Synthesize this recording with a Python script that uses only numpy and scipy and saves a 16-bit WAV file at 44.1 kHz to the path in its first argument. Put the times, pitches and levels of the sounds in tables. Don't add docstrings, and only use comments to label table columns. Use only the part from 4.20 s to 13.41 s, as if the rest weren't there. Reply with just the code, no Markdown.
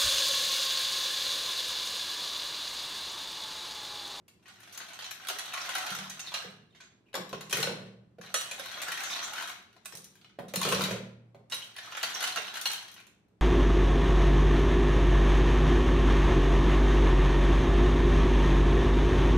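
import sys
import numpy as np
from scipy import signal
from scipy.fft import rfft, irfft, next_fast_len
from scipy.io import wavfile
from scipy.ndimage import uniform_filter1d

SR = 44100
rng = np.random.default_rng(int(sys.argv[2]) if len(sys.argv) > 2 else 0)


def waveform_to_disk(signal):
    frames = np.transpose(np.atleast_2d(signal))
    scaled = np.clip(frames, -1, 1) * 32767
    samples = np.round(scaled).astype(np.int16)
    wavfile.write(sys.argv[1], SR, samples)


N = 406161

# (time [s], level [dB], lowest ring pitch [Hz], treble over level [dB],
# contact t60 [s]: short = clean crack, long = crunch)
CLACKS = [(.0805, -56.5, 2690, 0.5, 0.06), (.194, -72, 1000, -13, .02), (.256, -52, 1900, -14, 0.17),
          (.281, -49.5, 1460, -6, 0.11), (.402, -56.5, 1770, 0, 0.09), (.430, -50.5, 1400, -7, 0.089),
          (.474, -51, 1630, -11, .07), (.525, -52, 5900, 4.5, 0.087), (.546, -45.5, 6300, -7, 0.077),
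          (.5754, -40.5, 6320, 1.5, .03), (.6015, -39, 1580, -19, 0.092), (.687, -52, 2360, -2, .03),
          (.733, -50, 6400, -1.5, 0.026), (.789, -38.5, 3160, -11.5, .025), (.8212, -39.5, 4040, -14, .05),
          (.842, -41, 4080, -13, .04), (.860, -41.5, 4000, -22.5, .05), (.9097, -39, 1680, 0.5, 0.031),
          (.998, -48, 1490, -16, 0.033), (1.049, -43, 1590, -13, .015), (1.071, -38.5, 3270, -3.5, 0.021),
          (1.085, -36.5, 6360, 3, 0.026), (1.0978, -32, 1350, -8.5, 0.061), (1.186, -38, 1900, -0.5, 0.026),
          (1.1928, -36, 3370, -4, 0.036), (1.259, -50, 2520, 3, .04), (1.3367, -31.5, 1320, -9.5, 0.056),
          (1.376, -34.5, 1960, -19, 0.036), (1.491, -31.5, 980, -7, 0.047), (1.552, -29, 1406, -5, .035),
          (1.582, -36, 2040, -2, 0.045), (1.663, -33, 1400, -8, .05), (1.704, -36.5, 3180, -3, 0.029),
          (1.722, -35, 1399, -10, .05), (1.7492, -35, 1360, -2.5, .05), (1.787, -37.5, 1580, -5, .02),
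          (1.8972, -42.5, 7670, 4.5, 0.064), (1.9936, -39.5, 2690, -2.5, 0.042), (2.12, -42, 920, -18, .04),
          (2.14, -29.5, 2840, -10, 0.055), (2.154, -39.5, 2940, -17, 0.049), (2.222, -44, 1580, -15, 0.055),
          (2.548, -54.5, 2160, -23, .08), (2.602, -50, 1630, -25, 0.084), (2.607, -52, 4470, -19, .02),
          (2.62, -56.5, 1370, -18, 0.033), (2.639, -58.5, 1990, -25, .06), (2.93, -49.5, 3000, -15, 0.041),
          (2.9415, -33.5, 1670, -9.5, 0.023), (2.9524, -31, 1100, -5.5, 0.037),
          (2.975, -44, 2330, -16, .04), (3.092, -49.5, 4000, -1, .025), (3.1288, -35.5, 1070, -15, 0.026),
          (3.146, -44, 1100, -19.5, 0.033), (3.208, -40.5, 1120, -4, 0.079), (3.296, -46.5, 2800, 1.5, .04),
          (3.3088, -38.5, 3113, -1.5, .04), (3.3271, -25.5, 2496, -1, 0.067), (3.353, -34, 1900, -6, .02),
          (3.3694, -33, 1450, -2, .04), (3.387, -40, 2300, -7.5, .02), (3.402, -33, 1990, -2.5, .025),
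          (3.412, -39, 1300, -4, .02), (3.4275, -25, 4150, -6.5, .03), (3.471, -33, 1497, -21, 0.034),
          (3.61, -56.5, 1100, -21.5, .03), (3.66, -55.5, 1790, -18, 0.12), (3.984, -61, 1510, -21, .03),
          (4.0121, -46, 1640, -8, .04), (4.034, -54, 1100, -16, .03), (4.062, -52.5, 3920, -19.5, 0.016),
          (4.072, -51.5, 2200, -23, 0.028), (4.1415, -27.5, 1256, 0, 0.036),
          (4.157, -41.5, 1370, -15, 0.027), (4.2103, -37.5, 2890, 2.5, 0.06),
          (4.312, -35.5, 2460, -1.5, 0.038), (4.3955, -36.5, 1590, -5.5, 0.041),
          (4.458, -40.5, 1530, -5, 0.044), (4.515, -40, 1387, -7, .04), (4.54, -51, 3330, -18, 0.049),
          (4.6169, -34, 3550, -1, 0.11), (4.682, -35.5, 1750, -5, 0.082), (4.718, -32.5, 1870, -4.5, 0.063),
          (4.774, -36, 1900, -10, .025), (4.804, -37.5, 2260, -4, .025), (4.835, -34, 1630, -4.5, 0.049),
          (4.931, -38, 3600, -21, 0.044), (4.963, -36, 3450, -13, 0.053), (4.991, -33.5, 1400, -19, 0.022),
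          (5.039, -38, 6190, -7.5, .04), (5.079, -40.5, 1440, -12, .04), (5.133, -40, 1430, -3, 0.05),
          (5.181, -35.5, 1440, -12, 0.025), (5.199, -37.5, 2170, -17, .025), (5.222, -36, 1050, -6.5, .05),
          (5.274, -42.5, 1460, -3, .05), (5.295, -41, 1600, -4.5, 0.031), (5.528, -61, 1450, -9, 0.027),
          (5.564, -54.5, 710, -14, 0.034), (5.649, -52, 6100, -10, .04), (5.6565, -41.5, 1720, 2, 0.024),
          (5.723, -45.5, 5360, -7, 0.039), (5.737, -60.5, 1510, 4, .025), (5.752, -51.5, 4640, 9, 0.022),
          (5.772, -56.5, 3897, 12.5, 0.021), (5.8421, -60, 4640, 13.5, 0.077),
          (5.953, -59, 1640, -2, 0.066), (6.013, -57, 3520, -13, .025), (6.0447, -51.5, 2930, -16, .02),
          (6.097, -61, 1490, -23, .03), (6.282, -49.5, 3880, -3, 0.13), (6.337, -35.5, 1770, -3, 0.021),
          (6.3579, -30.5, 4200, 3, 0.034), (6.4143, -29, 1110, -4, .03), (6.4295, -28, 3460, -6.5, .03),
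          (6.451, -28.5, 1316, -8.5, 0.018), (6.463, -35, 2210, -6, .02), (6.4882, -30, 2900, -1, 0.023),
          (6.516, -32, 1210, -3, .025), (6.5228, -24.5, 1106, -7, .03), (6.535, -36, 1500, -6, .03),
          (6.545, -29.5, 4040, -8, .035), (6.595, -38, 2580, -4, 0.017), (6.608, -28.5, 1030, -12, 0.023),
          (6.618, -35.5, 3700, 1.5, .025), (6.637, -30, 3830, -3.5, 0.021), (6.648, -38, 2993, -12.5, .02),
          (6.654, -34.5, 1540, -18, .025), (6.707, -36, 2430, -7.5, .02), (6.712, -36, 1640, -4.5, 0.025),
          (6.76, -45, 1400, -19, 0.036), (7.146, -60, 1000, -18, 0.012), (7.2986, -49.5, 8400, -5, 0.044),
          (7.313, -45, 3850, -3, 0.063), (7.421, -46, 3180, -12, .012), (7.444, -52.5, 3870, 0, 0.033),
          (7.564, -41.5, 3130, -8, 0.026), (7.582, -37, 1780, -12, .05), (7.647, -49, 1330, -16, 0.045),
          (7.674, -47.5, 1313, -22, 0.043), (7.721, -38.5, 1360, -24, 0.034),
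          (7.749, -37.5, 1342, -21, 0.037), (7.7696, -34.5, 1740, -7.5, 0.072),
          (7.83, -27.5, 3160, -8.5, 0.018), (8.0057, -33.5, 1510, -4.5, .04),
          (8.026, -29.5, 1520, -4.5, 0.04), (8.0387, -27, 2940, -8, 0.061), (8.073, -31, 3550, -5, 0.068),
          (8.1596, -30, 1350, -6.5, 0.03), (8.1724, -28.5, 2780, -24, 0.017),
          (8.245, -43, 3300, -18, 0.018), (8.279, -37.5, 2940, -22, 0.016), (8.34, -38.5, 3380, -6, .03),
          (8.355, -35, 2867, -9, .04), (8.3693, -34.5, 1480, -6, 0.062), (8.4127, -41.5, 3520, 6.5, 0.076),
          (8.4563, -28.5, 2856, -9.5, .03), (8.465, -34.5, 1793, -2.5, .015), (8.501, -40.5, 910, -7, .06),
          (8.515, -41, 2600, 4, 0.033), (8.5327, -34.5, 3200, -2.5, 0.015), (8.552, -55, 1600, -10, 0.027),
          (8.577, -44, 3040, -13, .04), (8.626, -48, 1640, -5, .025), (8.681, -46.5, 3270, -5.5, .03),
          (8.715, -53.5, 4000, 1, .025), (8.741, -61.5, 3100, 9.5, 0.035),
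          (8.762, -49.5, 1900, -18.5, 0.057), (8.777, -50.5, 1560, -18, .025),
          (8.801, -51, 2530, -9, 0.026), (8.868, -58, 2700, 0, 0.021), (9.084, -84, 8200, 2, 0.014),
          (9.117, -85, 1216, -25, .02)]
# (time [s], knock [dB], middle pitch [Hz], bass push [dB])
THUDS = [(.602, -57.5, 720, -81), (1.1, -44, 700, -74), (1.492, -60, 700, -65), (1.702, -61, 388, -49),
         (1.775, -57, 406, -50), (2.075, -69, 428, -64), (2.245, -46.5, 468.5, -50.5),
         (2.941, -41.5, 546, -62), (2.953, -44, 602, -57.5), (2.974, -39.5, 456, -51.5),
         (2.991, -42, 385, -47.5), (3.129, -35.5, 420, -47), (3.33, -39.5, 468, -40.5),
         (3.38, -40.5, 495, -45.5), (3.44, -38.5, 490, -51.5), (3.472, -37, 517, -47),
         (3.509, -38.5, 507, -49), (3.565, -54.5, 470, -52), (3.65, -59.5, 447, -49.5),
         (3.984, -49, 490, -52), (4.143, -42.5, 592, -71), (4.312, -52, 610, -66.5),
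         (4.396, -51, 557, -75.5), (4.46, -65, 620, -72), (4.618, -58, 640, -76), (4.681, -51, 520, -64.5),
         (5.735, -51.5, 443, -54.5), (6.187, -37.5, 532, -43.5), (6.338, -41, 550, -49.5),
         (6.36, -45.5, 474, -37.5), (6.45, -33.5, 510, -37), (6.473, -33.5, 490, -54.5),
         (6.523, -36, 490, -38.5), (6.564, -38, 544.7, -40), (6.594, -35, 510, -52),
         (6.622, -49.5, 520, -40), (6.649, -45.5, 500, -44.5), (6.683, -37.5, 588, -52.5),
         (6.71, -35, 527, -40.5), (6.744, -48, 563, -56), (7.146, -51, 584, -61.5), (8.172, -43, 670, -66)]
# (time [s], ring [dB], crack [dB], brightness [dB/octave], contact t60 [s],
# pitch favoured by the struck spot [Hz], share of ring time left by the load [1])
SCOOP_HITS = [(1.086, -46, -39.5, 0, .048, 1380, .8), (2.139, -41, -48, -10.5, .059, 4150, 1),
              (2.164, -46, -51, -4, .05, 4150, .9), (4.1417, -32.5, -38.5, 2, .05, 1330, .9),
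              (4.158, -41.5, -55, 3, .042, 2900, 1), (7.321, -36.5, -37, -3.5, .09, 3833, 0.37),
              (7.343, -44, -44, 14, .031, 3833, .45), (7.831, -53, -33, 2.5, .06, 3230, .5),
              (8.455, -31.5, -42, -1, .03, 4200, .35), (8.465, -39, -53, 1, .02, 2900, .25),
              (8.5, -40, -43, -3, 0.1, 3030, .4)]
# (frequency [Hz], level [dB], t60 [s])
SCOOP_MODES = [(1250, -12.5, 0.16), (1406, -10, 0.05), (1646, -4.5, .15), (2430, -12, .08),
               (2896, 1.5, .12), (3160, -2, 0.07), (3320, -2.5, 0.17), (3833, -8, 0.33), (4150, -4.5, .13),
               (4230, 4.5, 0.069), (5820, 6.5, 0.077), (6260, -11.5, 0.092), (6770, -5.5, 0.19),
               (7000, -8.5, 0.097), (8160, -9.5, 0.48), (8400, -3.5, .13), (9040, -9, .15),
               (9620, -9.5, .15), (10040, -6.5, .15), (10510, -8, .12), (13200, -4, .08)]
# (start [s], hardest [s], end [s], level [dB], easing by the end [dB])
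DIGS = [(0.213, 0.858, 1, -49, -10.5), (0.998, 1.567, 1.86, -38, -9.5), (1.802, 2.09, 2.226, -47.5, -2),
        (4.002, 4.721, 5.02, -41, 0.5), (5.064, 5.193, 5.284, -41, -4), (7.328, 7.38, 7.6, -58, -2.5),
        (7.602, 8.003, 8.31, -38.5, -9.5), (8.288, 8.367, 8.62, -48, -5)]
# (centre [Hz], width [Hz], level [dB])
GRIND_MODES = [(720, 90, -3.5), (1400, 380, 0), (1900, 680, -4), (3700, 1100, -2.5), (6000, 550, -6.5)]
GRIND_SHIFT_DB = 6
# (frequency [Hz], density [dB])
DIG_COLOUR = [(100, -34), (300, -3), (520, -9), (720, 0), (1350, -1), (2000, -2), (4000, 0), (5000, -9.5),
              (6200, -6.5), (7600, -18.5), (8300, -6.5), (10000, -19.5), (13000, -7.5), (15500, -27.5)]
# (frequency [Hz], density [dB])
SLIDE_COLOUR = [(200, -14.5), (600, 2.5), (1200, -5), (2000, 1), (3800, 6), (5000, -8.5), (6400, -5),
                (10000, -7.5), (15500, -12)]
# (frequency [Hz], density [dB])
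CRACK_COLOUR = [(100, -36), (350, -11), (750, 2.5), (1400, 5.5), (2200, 5), (4000, 5), (5000, -0.5),
                (6200, -0.5), (7600, -8), (8400, -8.5), (11000, -9), (14000, -11.5), (15500, -20)]
# (frequency [Hz], density [dB])
AIR_COLOUR = [(20, -22), (50, -11.5), (90, -3.5), (115, 5), (135, -7), (190, 2.5), (260, -7), (380, -3),
              (520, -14), (1000, -20), (2500, -29.5), (8000, -41), (16000, -50.5)]
# (frequency [Hz], level [dB], t60 [s])
BOOM_MODES = [(117.7, -60.5, 1.9), (153.8, -59.5, 1.2), (192.2, -57.5, 0.72), (229, -63.5, 0.98)]
# (frequency [Hz], t60 [s], level [dB])
TAIL = [(130, 1, 1.5), (383, 0.63, -2.5), (1000, 0.56, -1.5), (2800, 0.53, -0.5), (7040, 0.39, -1),
        (14000, 0.32, -3.5)]
# (frequency [Hz], side [dB])
WIDTH = [(40, 0), (150, -14), (400, -8), (900, -1.5), (2500, -0.5), (7800, 2.5), (9000, -2), (12000, -14.5),
         (16000, -16.5)]
# (frequency [Hz], left over right [dB])
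BALANCE = [(100, -0.5), (650, -2), (1000, 1), (3000, 0.5), (4300, -0.5), (5700, -3.5), (7600, -0.5),
           (8200, -7.5), (10000, 0.5)]
# (frequency [Hz], density [dB])
KNOCK_COLOUR = [(80, -25.5), (200, -9.5), (300, -6), (400, 3), (510, -0.5), (630, -0.5), (800, -7),
                (1100, -14), (1600, -18.5), (3000, -26), (7000, -38)]
# (frequency [Hz], density [dB])
PUSH_COLOUR = [(25, -36.5), (55, -15.5), (90, -14.5), (115, -6), (150, 2), (192, 8), (235, 0.5), (300, -28),
               (600, -47), (3000, -77)]
# (frequency [Hz], density [dB])
SLOSH_COLOUR = [(25, -37.5), (60, -29), (95, -12), (120, 2.5), (190, 1.5), (260, -4), (380, 1), (500, -3),
                (620, -10.5), (760, -19), (1100, -14.5), (2000, -35), (6000, -70.5)]
# (time [s], length [s], first pitch [Hz], last pitch [Hz], level [dB])
SQUEAKS = [(0.787, 0.12, 3030, 3230, -53), (0.84, 0.032, 6300, 6300, -49), (1.343, 0.055, 1170, 1310, -41),
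           (1.403, 0.02, 5900, 5100, -39), (1.555, 0.1, 1430, 1270, -42.5),
           (1.995, 0.011, 5860, 6700, -38.5), (2.061, 0.036, 4450, 3150, -41),
           (2.85, 0.059, 2900, 2500, -70), (4.651, 0.051, 1400, 1680, -39),
           (4.818, 0.13, 6260, 5850, -42.5), (4.893, 0.075, 3850, 3520, -40.5),
           (5.008, 0.057, 6150, 6700, -42), (5.139, 0.086, 1400, 1560, -43.5),
           (7.418, 0.01, 3070, 3420, -41.5), (7.54, 0.057, 1680, 1850, -53),
           (7.67, 0.013, 1250, 1290, -45.5), (7.936, 0.018, 5960, 5500, -35),
           (8.342, 0.037, 1400, 1450, -48), (8.778, 0.039, 2390, 2500, -55.5)]
# (start [s], busiest [s], end [s], level [dB], easing by the end [dB])
CARRIES = [(2.487, 2.606, 2.68, -61, -15), (5.496, 5.802, 6.08, -65.5, -10), (8.6, 8.719, 8.82, -63.5, -17)]
# (start [s], densest [s], empty [s], ice level [dB], drink level [dB])
POURS = [(3.268, 3.347, 3.48, -44, -44.5), (6.315, 6.45, 6.64, -37, -43)]
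# (time [s], level [dB])
TINKLES = [(2.55, -72), (2.604, -57)]
# (frequency [Hz], level [dB], t60 [s])
SLIVER_MODES = [(6428, 0, 0.2), (6520, -5, .15), (7321, 1, .14)]

BAND_EDGE_HZ = 15800
BLOW_TIME_S = np.arange(SR // 3) / SR
BLOW_SAMPLES = 530
PAN_DB = 5.5
JOSTLE_LOW_HZ, JOSTLE_HIGH_HZ, JOSTLE_T60_S = 1100, 4200, 0.029
JOSTLE_CRISP_DB, JOSTLE_CRISP_SPREAD_DB = -8, -4
LANDING_HZ, LANDING_SPREAD_OCTAVES, LANDING_WEIGHT_DB = 490, 0.22, -13
BOWL_HZ, BOWL_KNOCK_DB, BOWL_WEIGHT_DB = 565, -17, -33
ENTRY_DB, SWELL_EXPONENT, SETTLE_DB_PER_S = -15, 1.32, 148.5
TOUCH_S = 0.022
POUR_EASE_DB, FALL_S, CALM_DB_PER_S = -3, 0.037, 78.5


def amp(db):
    return 10 ** (np.asarray(db) / 20)


def evened(x, size=None):
    return x / np.sqrt(np.mean(x[..., :size] ** 2) + 1e-20)


def read(points, hz, axis=1):
    columns = np.transpose(points)
    return np.interp(np.log(hz + 1), np.log(columns[0] + 1), columns[axis])


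def add(mix, time_s, sound):
    part = mix[..., max(round(time_s * SR), 0):][..., :sound.shape[-1]]
    part += sound[..., :part.shape[-1]]


def causal(points, size=2048):
    log_gain = np.log(amp(read(points, abs(np.fft.fftfreq(size, 1 / SR)))))
    spectrum = np.exp(np.conj(signal.hilbert(log_gain)))
    return np.fft.ifft(spectrum).real[:size // 2]


def coloured(x, response):
    return signal.fftconvolve(x, response)[:len(x)]


def decay(t, t60_s):
    return np.exp(-np.log(1000) * t / t60_s)


def rise(t, rise_s):
    return 1 - np.exp(-t / rise_s)


def ring(modes, t):
    out = 0
    for hz, db, t60_s in modes:
        out = out + amp(db - 60 * t / max(t60_s, .003)) * np.sin(2 * np.pi * min(hz, SR / 2) * t)
    return out


def wander(length, per_s):
    place = np.arange(length) * per_s / SR
    targets = rng.standard_normal(1024)
    return np.interp(place, np.arange(len(targets)), targets)


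def resonate(x, hz, width_hz):
    turn = np.exp(2j * np.pi * np.cumsum(hz) / SR)
    pole = np.exp(-np.pi * width_hz / SR)
    return (turn * signal.lfilter([1 - pole], [1, -pole], x / turn + 1e-18)).real


def burst(t60_s, t, rise_s=0.00062, uneven_db=4):
    sizes = amp(uneven_db * np.clip(wander(len(t), per_s=1500), -2, 2))
    return sizes * rng.standard_normal(len(t)) * decay(t, max(t60_s, .002)) * rise(t, rise_s)


def cube(hz, t60_s, t):
    second_hz = hz * rng.uniform(1.15, 1.5)
    third_hz = hz * rng.uniform(2.1, 2.2)
    return ring([(hz, 0, t60_s), (second_hz, -6, t60_s), (third_hz, -8, t60_s * 0.27)], t)


def stroke(start_s, peak_s, end_s, db, ease_db, settle_db_per_s):
    t = np.arange(N) / SR
    swell_db = ENTRY_DB * np.interp(t, [start_s, peak_s], [1, 0]) ** SWELL_EXPONENT
    late_db = np.interp(t, [peak_s, end_s], [0, ease_db]) - settle_db_per_s * np.maximum(t - end_s, 0)
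    touch = np.clip((t - start_s) / TOUCH_S, 0, 1)
    return amp(db + swell_db + late_db) * touch * (late_db > -45)


def chance(gain, per_s, spread_db):
    draws = rng.random((int(per_s * N / SR), 4))
    times_s = (np.arange(len(draws)) + draws[:, 0]) / per_s
    strengths = gain[np.minimum((times_s * SR).astype(int), N - 1)]
    rows = []
    for time_s, strength, (size, a, b) in zip(times_s, strengths, 2 * draws[:, 1:] - 1):
        if strength > 0:
            rows.append((time_s, 20 * np.log10(strength) + spread_db * size, a, b))
    return rows


def air(db=-65):
    hz = np.fft.rfftfreq(N, 1 / SR)
    noise = rfft(rng.standard_normal((2, N)))
    return amp(db) * evened(irfft(noise * amp(read(AIR_COLOUR, hz)), N))


def clacks(rows, snap_share=0.37, ring_t60_s=0.017, ring_db=-2, split_hz=6300,
           body_db=-1, snap_db=-1, rebound=0.34):
    out, t, colour = np.zeros((2, N)), BLOW_TIME_S[:4096], causal(CRACK_COLOUR)
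    low = signal.butter(3, [330, split_hz], "band", fs=SR, output="sos")
    high = signal.butter(4, split_hz, "high", fs=SR, output="sos")
    for time_s, db, hz, crisp_db, contact_t60_s in rows:
        pan_db = PAN_DB * rng.uniform(-1, 1)
        contact = burst(contact_t60_s, t, rise_s=0.00093)
        add(contact, rng.uniform(0.0033, .012), rebound * burst(contact_t60_s / 2, t))
        crack = evened(signal.sosfilt(low, coloured(contact, colour)), size=BLOW_SAMPLES)
        snap_contact = burst(contact_t60_s * snap_share, t, rise_s=.0003)
        snap = evened(signal.sosfilt(high, coloured(snap_contact, colour)), size=BLOW_SAMPLES)
        note = evened(cube(hz, ring_t60_s, t) * rise(t, .003), size=BLOW_SAMPLES)
        body = evened(crack + amp(ring_db) * note, size=BLOW_SAMPLES)
        clack = amp(body_db) * body + amp(crisp_db + snap_db) * snap
        add(out, time_s, amp([[db + pan_db / 2], [db - pan_db / 2]]) * clack)
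    return out


def jostles(gain, per_s, spread_db):
    rows = []
    for time_s, db, size, crisp in chance(gain, per_s, spread_db):
        hz = JOSTLE_LOW_HZ * (JOSTLE_HIGH_HZ / JOSTLE_LOW_HZ) ** ((size + 1) / 2)
        crisp_db = JOSTLE_CRISP_DB + JOSTLE_CRISP_SPREAD_DB * crisp
        rows.append((time_s, db, hz, crisp_db, JOSTLE_T60_S))
    return rows


def rattle(gain, colour, per_s, spread_db, ring_t60_s, grit_t60_s, ring_db, count=160):
    out, t = np.zeros(N), BLOW_TIME_S[:1200]
    grains = []
    for hz in np.linspace(800, 9000, count) * rng.uniform(0.93, 1.04, count):
        scuff = evened(burst(grit_t60_s, t, rise_s=0.00037))
        grains.append(amp(ring_db) * evened(cube(hz, ring_t60_s, t)) + scuff)
    slots = int(per_s * N / SR)
    for k, (place, which, size) in enumerate(rng.random((slots, 3))):
        at = min(int((k + 2 * place) * SR / per_s), N - 1)
        if gain[at] > 0:
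            size_db = spread_db * (min(-np.log(1 - size), 3) - 1)
            add(out, at / SR, gain[at] * amp(size_db) * grains[int(which * count)])
    out = coloured(out, causal(colour))
    return evened(out) * np.sqrt(np.mean(gain ** 2))


def grinding(gain, ticks_per_s=170, spread_db=3.0, drift=0.063, drifts_per_s=30, tick_db=-4):
    ticks = rng.choice([-1, 1], N) * (rng.random(N) < ticks_per_s / SR)
    ticks = ticks * amp(spread_db * np.minimum(rng.exponential(1, N), 3))
    ticks = coloured(ticks, causal(DIG_COLOUR))
    metal = 0
    for hz, width_hz, db in GRIND_MODES:
        shift = amp(GRIND_SHIFT_DB * np.clip(wander(N, drifts_per_s), -2, 1))
        pitch_hz = hz * (1 + drift * wander(N, drifts_per_s))
        metal = metal + amp(db) * evened(shift * resonate(ticks, pitch_hz, width_hz))
    return gain * evened(metal + amp(tick_db) * evened(ticks))


def thuds(rows, note_t60_s=0.057, knock_t60_s=0.054, note_db=-1, knock_db=-2.0, push_db=-3,
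          sag=0.28, sag_s=0.0075, push_lag_s=0.01198):
    out, t, knock_colour = np.zeros(N), BLOW_TIME_S, causal(KNOCK_COLOUR)
    push = evened(causal(PUSH_COLOUR, size=8192), size=3 * BLOW_SAMPLES)
    for time_s, db, hz, weight_db in rows:
        turns = np.cumsum(hz * (1 + sag * (np.exp(-t / sag_s) - .5))) / SR
        note = np.sin(2 * np.pi * turns) * decay(t, note_t60_s) * rise(t, 0.00089)
        note = evened(note, size=2 * BLOW_SAMPLES)
        knock = evened(coloured(burst(knock_t60_s, t), knock_colour), size=2 * BLOW_SAMPLES)
        add(out, time_s, amp(db) * (amp(note_db) * note + amp(knock_db) * knock))
        add(out, time_s + push_lag_s, amp(weight_db + push_db) * push)
    return out


def squeaks(slips_per_s=900, sharpness=16, drift=0.066, drifts_per_s=70):
    out = np.zeros(N)
    slips = rng.standard_normal(N) * (rng.random(N) < slips_per_s / SR)
    slips += 0.047 * rng.standard_normal(N)
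    for time_s, length_s, first_hz, last_hz, db in SQUEAKS:
        drag = slips[round(time_s * SR):][:round(max(length_s, .005) * SR)]
        drive = np.pad(drag * signal.windows.tukey(len(drag), .5), (0, BLOW_SAMPLES))
        hz = np.interp(np.arange(len(drive)), [0, len(drag)], [first_hz, last_hz])
        hz = hz * (1 + drift * wander(len(drive), drifts_per_s))
        squeak = resonate(drive, hz, first_hz / sharpness)
        add(out, time_s, amp(db) * evened(squeak, size=len(drag)))
    return out


def scoop(pivot_hz=3500, spot_db=12, spot_octaves=0.072, detune=0.011):
    out, t, colour = np.zeros(N), BLOW_TIME_S, causal(CRACK_COLOUR)
    for time_s, ring_db, crack_db, tilt_db, contact_t60_s, spot_hz, muffle in SCOOP_HITS:
        metal = np.zeros(len(t))
        for (hz, db, t60_s), sign in zip(SCOOP_MODES, rng.choice([-1, 1], len(SCOOP_MODES))):
            favour_db = spot_db * np.exp(-(np.log2(hz / spot_hz) / spot_octaves) ** 2)
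            mode_db = db + tilt_db * np.log2(hz / pivot_hz) + favour_db
            mode_hz = hz * (1 + detune * rng.uniform(-1.1, 1))
            metal += sign * ring([(mode_hz, mode_db, t60_s * muffle)], t)
        metal = evened(metal * rise(t, 0.0014), size=BLOW_SAMPLES)
        crack = evened(coloured(burst(contact_t60_s, t), colour), size=BLOW_SAMPLES)
        add(out, time_s, amp(ring_db) * metal + amp(crack_db) * crack)
    return out


def bowl_knocks():
    return [(time_s, crack_db + BOWL_KNOCK_DB, BOWL_HZ, crack_db + BOWL_WEIGHT_DB)
            for time_s, _, crack_db, *_ in SCOOP_HITS]


def tinkles():
    out, t = np.zeros(N), BLOW_TIME_S
    for time_s, db in TINKLES:
        add(out, time_s, amp(db) * evened(ring(SLIVER_MODES, t) * rise(t, .002), size=BLOW_SAMPLES))
    return out


def slosh(gain, per_s=120):
    bumps = rng.standard_normal(N) * (rng.random(N) < per_s / SR)
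    return gain * evened(coloured(bumps, causal(SLOSH_COLOUR, size=8192)))


def landings(gain, per_s=20, spread_db=3):
    return [(time_s, db, LANDING_HZ * 2 ** (LANDING_SPREAD_OCTAVES * size), db + LANDING_WEIGHT_DB)
            for time_s, db, size, _ in chance(gain, per_s, spread_db)]


def kitchen(x, early_db=-4, early_t60_s=0.093, direct_db=-4.0, count=22):
    t = np.arange(SR * 3 // 2) / SR
    taps = rng.choice([-1., 1.], (2, len(t))) * (rng.random((2, len(t))) < 5000 / SR)
    taps = taps * rise(t, 0.002)
    hz, frame_s, bands = signal.stft(taps, SR, nperseg=512)
    t60_s = np.maximum(read(TAIL, hz), .05)[:, None]
    even_energy = np.sqrt(2 * np.log(1000) / t60_s / SR)
    bands = bands * amp(read(TAIL, hz, axis=2))[:, None] * decay(frame_s, t60_s) * even_energy
    response = signal.istft(bands, SR, nperseg=512)[1][:, :len(t)] / taps.std()
    for channel in response:
        at = 30 + np.arange(count) * 45 + rng.integers(0, 45, count)
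        echoes = rng.choice([-1, 1], count) * decay(t[at], early_t60_s)
        channel[at] += amp(early_db) * echoes / np.linalg.norm(echoes)
    response[:, 0] += amp(direct_db)
    response += ring(BOOM_MODES, t)
    return signal.fftconvolve(x, response, axes=1)[:, :N]


def moving(x, count=4, hold_s=.06):
    place = (np.arange(N) / SR / max(hold_s, .02)).astype(int) % count
    return sum(kitchen(x * uniform_filter1d(1. * (place == k), size=128)) for k in range(count))


def scene():
    dig = sum(stroke(*row, SETTLE_DB_PER_S) for row in DIGS)
    carry = sum(stroke(*row, SETTLE_DB_PER_S) for row in CARRIES)
    pour = sum(stroke(start_s, peak_s, end_s, ice_db, POUR_EASE_DB, SETTLE_DB_PER_S)
               for start_s, peak_s, end_s, ice_db, _ in POURS)
    churn = sum(stroke(start_s, peak_s + FALL_S, end_s + FALL_S, drink_db, POUR_EASE_DB, CALM_DB_PER_S)
                for start_s, peak_s, end_s, _, drink_db in POURS)
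    blows = clacks(CLACKS) + thuds(THUDS + bowl_knocks()) + tinkles()
    blows = blows + amp(-0.5) * squeaks() + amp(4.5) * scoop()
    digging = amp(-4) * rattle(dig, DIG_COLOUR, per_s=100, spread_db=2,
                               ring_t60_s=0.026, grit_t60_s=0.011, ring_db=1.5)
    digging += amp(-3.0) * grinding(dig)
    sliding = amp(-4.0) * rattle(carry + pour, SLIDE_COLOUR, per_s=160, spread_db=3,
                                 ring_t60_s=0.028, grit_t60_s=0.01, ring_db=4.5)
    jostling = clacks(jostles(dig + carry, per_s=20, spread_db=1)
                      + jostles(amp(1) * pour, per_s=24, spread_db=0))
    drink = amp(-4.5) * slosh(churn) + thuds(landings(amp(-3) * churn))
    return moving(blows + digging + sliding + jostling + drink) + air()


def record(dry):
    size = next_fast_len(N + 2048)
    hz = np.fft.rfftfreq(size, 1 / SR)
    left, right = rfft(dry, size)
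    width, balance_db = amp(read(WIDTH, hz)), read(BALANCE, hz)
    mid_side = np.array([left + right, width * (left - right)]) / 2
    mid, side = mid_side / np.sqrt(0.87 + 0.53 * width ** 2)
    turns = (hz * .000297 - 1) * np.interp(hz, [4400, 5400], [0, 1])
    late = np.exp(-2j * np.pi * turns)
    left_out = (mid + side) * late * amp(balance_db / 2)
    right_out = (mid - side) * amp(-balance_db / 2)
    pair = irfft([left_out, right_out], size)[:, :N]
    band_limit = signal.firwin(255, BAND_EDGE_HZ, window=("kaiser", 9), fs=SR)
    return signal.oaconvolve(pair, band_limit[None], "same")


dry = scene()
out = record(dry)
waveform_to_disk(out)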